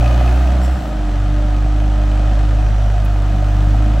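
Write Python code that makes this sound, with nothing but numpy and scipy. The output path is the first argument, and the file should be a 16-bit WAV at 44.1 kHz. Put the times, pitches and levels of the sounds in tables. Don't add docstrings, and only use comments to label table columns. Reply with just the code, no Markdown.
import sys
import numpy as np
from scipy import signal
from scipy.fft import rfft, irfft
from scipy.io import wavfile
from scipy.ndimage import uniform_filter1d

SR = 44100
rng = np.random.default_rng(int(sys.argv[2]) if len(sys.argv) > 2 else 0)


def bounce(signal):
    frames = np.transpose(np.atleast_2d(signal))
    limited = np.clip(frames, -1, 1)
    pcm = np.round(limited * 32767).astype(np.int16)
    wavfile.write(sys.argv[1], SR, pcm)


N = 176400

# time in seconds, firing rate in Hz.
FIRING_RATE = [(0.05, 59.4), (0.28, 60.37), (0.5, 62.5), (0.76, 64.05), (0.86, 57.35), (0.98, 49.2),
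               (1.1, 46.6), (1.22, 48.77), (1.5, 49.56), (1.8, 51.26), (2.1, 50.57), (2.6, 51.34),
               (3, 50.14), (3.3, 48.9), (3.6, 49.27), (3.75, 51.6), (3.94, 52.77)]
PAN_DB = 1.02


def undb(db):
    return 10 ** (np.asarray(db) / 20)


def unit(x):
    return x / np.sqrt(np.mean(x ** 2))


def curve(rows):
    return np.interp(np.arange(N) / SR, *np.transpose(rows))


def shape(x, points):
    hz, db = np.transpose(points)
    bins_hz = np.arange(N // 2 + 1) * SR / N
    gain = undb(np.interp(np.log(bins_hz + 1), np.log(hz), db))
    return irfft(rfft(x) * gain, N)


def ring(x, modes):
    return sum(undb(db) * signal.lfilter(*signal.iirpeak(hz, hz / width, SR), x)
               for hz, width, db in modes)


def drift(rate_hz):
    hold = int(SR / rate_hz)
    steps = np.repeat(rng.standard_normal(N // hold + 1), hold)
    return unit(uniform_filter1d(uniform_filter1d(steps, hold), hold)[:N])


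def cycles(hz, jitter, rate_hz):
    return np.cumsum(hz * (1 + jitter * drift(rate_hz))) / SR


def tone(phase, waver_db=0):
    return np.sqrt(2) * np.sin(2 * np.pi * phase) * undb(waver_db * drift(12))


def noise():
    return rng.standard_normal((2, N))


def place(x, db):
    return x * undb(np.array([[db], [-db]]) / 2)


def yard(pair):
    # frequency in Hz, side level relative to mid in dB.
    side_spectrum = [(50, -25), (160, -23), (320, -8.5), (550, -7), (700, -14), (900, -4), (1600, -15.5),
                     (2500, -8.5), (6500, -13.5), (10000, -2.5), (15000, -6)]
    side = np.array([[1], [-1]]) * shape(unit(pair[1]), side_spectrum)
    return place(unit(pair[0]) + side, PAN_DB)


def blows(firings, cylinders_db, decay_s, wash_db):
    size, repeat_share, scatter_db = 2048, 0.4, 2.47
    signature = rng.standard_normal((4, size))
    fresh = rng.standard_normal((300, size))
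    scatter = scatter_db * rng.standard_normal(300)
    decay = np.exp(-np.arange(size) / SR / decay_s)
    onsets = np.flatnonzero(np.diff(np.floor(firings - 0.55)))
    train = np.zeros(N + size)
    for k, start in enumerate(onsets):
        burst = np.sqrt(repeat_share) * signature[k % 4] + np.sqrt(1 - repeat_share) * fresh[k]
        train[start:start + size] += burst * decay * undb(cylinders_db[k % 4] + scatter[k])
    wash = undb(wash_db) * noise()
    return np.array([train[:N] + wash[0], wash[1]])


def exhaust(firings):
    # time in seconds, relative level in dB.
    boom_levels = [(0.03, -11), (0.39, -11), (0.73, -13), (0.8, -23), (0.95, -19.5), (1.0, -16.5),
                   (1.39, -13.5), (2.39, -12), (3.38, -14), (3.73, -11), (3.96, -12.5)]
    octave_levels = [(0.03, -18), (0.62, -32), (0.9, -39), (0.93, -38), (0.95, -33), (1.08, -31),
                     (1.1, -27), (1.2, -22), (1.86, -23.5), (2.93, -20), (3.17, -20.5), (3.71, -17.5),
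                     (3.96, -20.5)]
    # multiple of the firing rate, level in dB.
    overtones = [(2.5, -46), (3, -38.5), (3.5, -47.5), (4, -42.5), (5, -48.5)]
    # frequency in Hz, relative spectral density in dB.
    gas_spectrum = [(20, -5), (40, 0), (75, -4.5), (130, 6.5), (165, -3), (205, 3.5), (250, -8), (290, -3),
                    (340, -11.5), (480, -14.5), (900, -48)]
    boom = undb(curve(boom_levels)) * tone(firings)
    shift_rad = 1.87 + 0.1 * (curve(FIRING_RATE) - 50) - np.pi / 2
    octave = undb(curve(octave_levels) - 0.5) * tone(2 * firings + shift_rad / (2 * np.pi), waver_db=0.05)
    upper = sum(undb(db) * tone(k * firings, waver_db=5) for k, db in overtones)
    gas = undb(-30.5) * yard(shape(noise(), gas_spectrum))
    return place(boom, db=-1.1) + place(octave + upper, db=1.06) + gas


def combustion_knock(firings):
    # time in seconds, relative level in dB.
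    levels = [(0, -33), (0.25, -33), (0.5, -34.4), (0.7, -35.5), (0.85, -37.9), (1.1, -37), (1.7, -38),
              (2.3, -36), (2.6, -37), (3.2, -37.5), (3.75, -36), (4, -36.5)]
    # frequency in Hz, relative spectral density in dB.
    block_spectrum = [(300, -4), (480, -2.5), (850, 2), (1120, -2.5), (1230, 2.5), (1400, 0), (1680, -3),
                      (2100, -7), (2320, -12), (2480, -9.5), (3100, -10), (4200, -14.5), (4900, -17.5),
                      (6100, -17.5), (6900, -23), (7600, -20), (8500, -27.5), (9400, -26), (10000, -37),
                      (15500, -49)]
    knocks = blows(firings, cylinders_db=[0, 0.41, -1, 0.38], decay_s=0.0034, wash_db=-2)
    return yard(shape(knocks, block_spectrum)) * undb(curve(levels) + 2.01)


def block_ring(firings):
    # time in seconds, relative level in dB.
    levels = [(0, -38.5), (.25, -39.5), (.52, -50), (.8, -50), (1.2, -47.5), (2.2, -45), (3.2, -46.5),
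              (4, -45)]
    # frequency in Hz, bandwidth in Hz, gain in dB.
    modes = [(1255, 23, 7.5), (1650, 81, -2.5), (2498, 82, 3), (3004, 110, 1), (3474, 120, -5),
             (4180, 350, -11), (5480, 420, -19), (6220, 190, -5.5)]
    # a cylinder's relative level in dB, in firing order.
    cylinders = [-1.8, -2.5, -0.44, 3]
    force = blows(firings, cylinders, decay_s=0.0023, wash_db=-11.5)
    force = shape(force, [(500, -16), (1200, 4), (6500, -9.5), (10000, -11)])
    return yard(ring(force, modes)) * undb(curve(levels) + 1)


def cover_ring(firings):
    # time in seconds, relative level in dB.
    levels = [(0, -26.5), (0.3, -29.5), (0.6, -30.5), (0.9, -34.5), (1.5, -35.5), (2.1, -32), (2.6, -32.5),
              (3.25, -34.5), (3.75, -33), (4, -34)]
    # frequency in Hz, bandwidth in Hz, gain in dB.
    modes = [(572, 170, -8.5), (624, 78, -4), (703, 25, -1.5), (723.4, 74, 2.5)]
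    force = blows(firings, cylinders_db=[3, 2, -3.5, -0.5], decay_s=0.0034, wash_db=-4)
    force = shape(force, [(400, -30.5), (560, 1.5), (760, -1.5), (1050, -16.5)])
    left, right = yard(ring(force, modes))
    t, delay_s = np.arange(N) / SR, 0.00013
    return np.array([left, np.interp(t - delay_s, t, right)]) * undb(curve(levels) + 0.5)


def panel_rattle(firings):
    # time in seconds, level in dB.
    levels = [(0, -41.5), (.2, -46.5), (.52, -49), (.62, -68), (.8, -90)]
    # frequency in Hz, bandwidth in Hz, gain in dB.
    modes = [(2555, 110, 7), (2900, 140, -12), (4060, 670, -9)]
    # a cylinder's relative level in dB, in firing order.
    cylinders = [5, -15, 3, 4]
    force = blows(firings, cylinders, decay_s=0.0031, wash_db=-20)
    force = shape(force, [(1200, -17), (2200, 2), (4500, 0), (7000, -7)])
    return yard(ring(force, modes)) * undb(curve(levels))


def pump(firings):
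    # time in seconds, relative level in dB.
    levels = [(0, -38), (.35, -33), (.75, -44), (.9, -44), (3.5, -50), (3.75, -39), (4, -38)]
    # multiple of the firing rate, relative level in dB.
    partials = [(3, -8), (4.5, 1.5), (6, -4), (9, -11.5)]
    return undb(curve(levels)) * sum(undb(db) * tone(k * firings, waver_db=-0.5) for k, db in partials)


def drive_hum():
    # time in seconds, frequency in Hz.
    pitch = [(0.05, 296.7), (0.23, 299.0), (0.49, 311.4), (0.61, 305.7), (0.71, 307.3), (0.97, 304.2),
             (1.17, 295.4), (1.36, 298.8), (2.06, 301.3), (3.95, 299.2)]
    # time in seconds, relative level in dB.
    levels = [(0, -39), (0.25, -36.5), (0.5, -34.5), (0.8, -38), (1.05, -31.5), (1.3, -31), (1.8, -31.5),
              (2.3, -33), (2.6, -35), (2.8, -49), (3.05, -39.5), (3.3, -34.7), (3.6, -34), (3.85, -29.5),
              (4, -36.5)]
    phase = cycles(curve(pitch), jitter=0.001795, rate_hz=15)
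    right_lead = np.array([[0], [0.029]])
    hum = undb(curve(levels) + 1.18) * tone(phase + right_lead, waver_db=0.6)
    return hum + undb(-45.5) * tone(2 * phase, waver_db=6.5)


def fan():
    phase = cycles(hz=361.2, jitter=0.0044, rate_hz=14)
    return undb(-50) * (tone(phase, waver_db=1) + undb(-4.5) * tone(2 * phase, waver_db=7))


def valve_whistle():
    # time in seconds, level in dB.
    levels = [(0, -85), (1.3, -76), (1.55, -66), (2.45, -70), (2.68, -55), (2.87, -58), (3.15, -66),
              (4, -76)]
    return undb(curve(levels)) * tone(cycles(hz=5800, jitter=0.0014, rate_hz=60))


def treble_hiss():
    # time in seconds, level in dB.
    levels = [(0, -54), (.35, -52), (.55, -59), (.88, -57), (1, -76), (2.2, -72), (3.3, -63), (3.7, -59),
              (4, -66)]
    hiss = shape(noise(), [(3000, -10), (8000, -9), (11000, 5), (11800, -2), (15000, 2)])
    return undb(curve(levels)) * yard(hiss)


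def scrape():
    # frequency in Hz, bandwidth in Hz, gain in dB.
    modes = [(5420, 157, 1), (7600, 60, 1), (7700, 500, -7), (9800, 350, -12.5), (12700, 130, -6)]
    peak_s, width_s, decay_s, silent_s = 0.648, 0.023, 0.43, 0.97
    t = np.arange(N) / SR - peak_s
    rub = np.exp(-(t / width_s) ** 2 / 2)
    release = np.clip((silent_s - peak_s - t) / 0.1, 0, 1)
    tail = undb(-7.5) * (t > 0) * np.exp(-np.abs(t) / decay_s) * release
    steel = yard(ring(noise(), modes)) * np.maximum(rub, tail)
    grit = yard(shape(noise(), [(2000, 3), (5500, 4), (9000, 9), (15000, -13)])) * rub
    return undb(-44) * (steel + undb(-7) * grit)


def wind():
    # peak time in seconds, half-length in seconds, level in dB.
    puffs = [(2.103, .03, -36), (2.5, 0.074, -29), (2.675, 0.052, -27), (2.87, 0.039, -30),
             (3.682, 0.063, -26)]
    # frequency in Hz, relative spectral density in dB.
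    spectrum = [(15, -3), (35, 0), (70, -7), (130, -12), (300, -35), (1000, -70)]
    t = np.arange(N) / SR
    gusts = sum(undb(db) * np.exp(-((t - peak) / width) ** 2 / 2) for peak, width, db in puffs)
    return gusts * unit(shape(noise(), spectrum))


def ticks():
    # start in seconds, relative level in dB.
    hits = [(3.0497, -27), (3.0542, -28), (3.061, -39)]
    # frequency in Hz, gain in dB.
    spectrum = [(6500, -25), (9500, -1), (11200, 1), (12500, -3), (15500, -2)]
    t, decay_s = np.arange(N) / SR, 0.0008
    envelope = sum(undb(db) * (t >= start) * np.exp(-np.abs(t - start) / decay_s) for start, db in hits)
    return shape(envelope * noise(), spectrum)


def scene():
    firings = cycles(curve(FIRING_RATE), jitter=0.003, rate_hz=14)
    engine = exhaust(firings) + combustion_knock(firings) + block_ring(firings)
    panels = cover_ring(firings) + panel_rattle(firings)
    whine = place(pump(firings) + drive_hum() + fan() + valve_whistle(), PAN_DB)
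    return engine + panels + whine + treble_hiss() + scrape() + ticks() + wind()


def record(dry):
    cutoff_hz = 15750
    return signal.sosfilt(signal.ellip(10, .2, 80, cutoff_hz, fs=SR, output="sos"), dry)


dry = scene()
out = record(dry)
bounce(out)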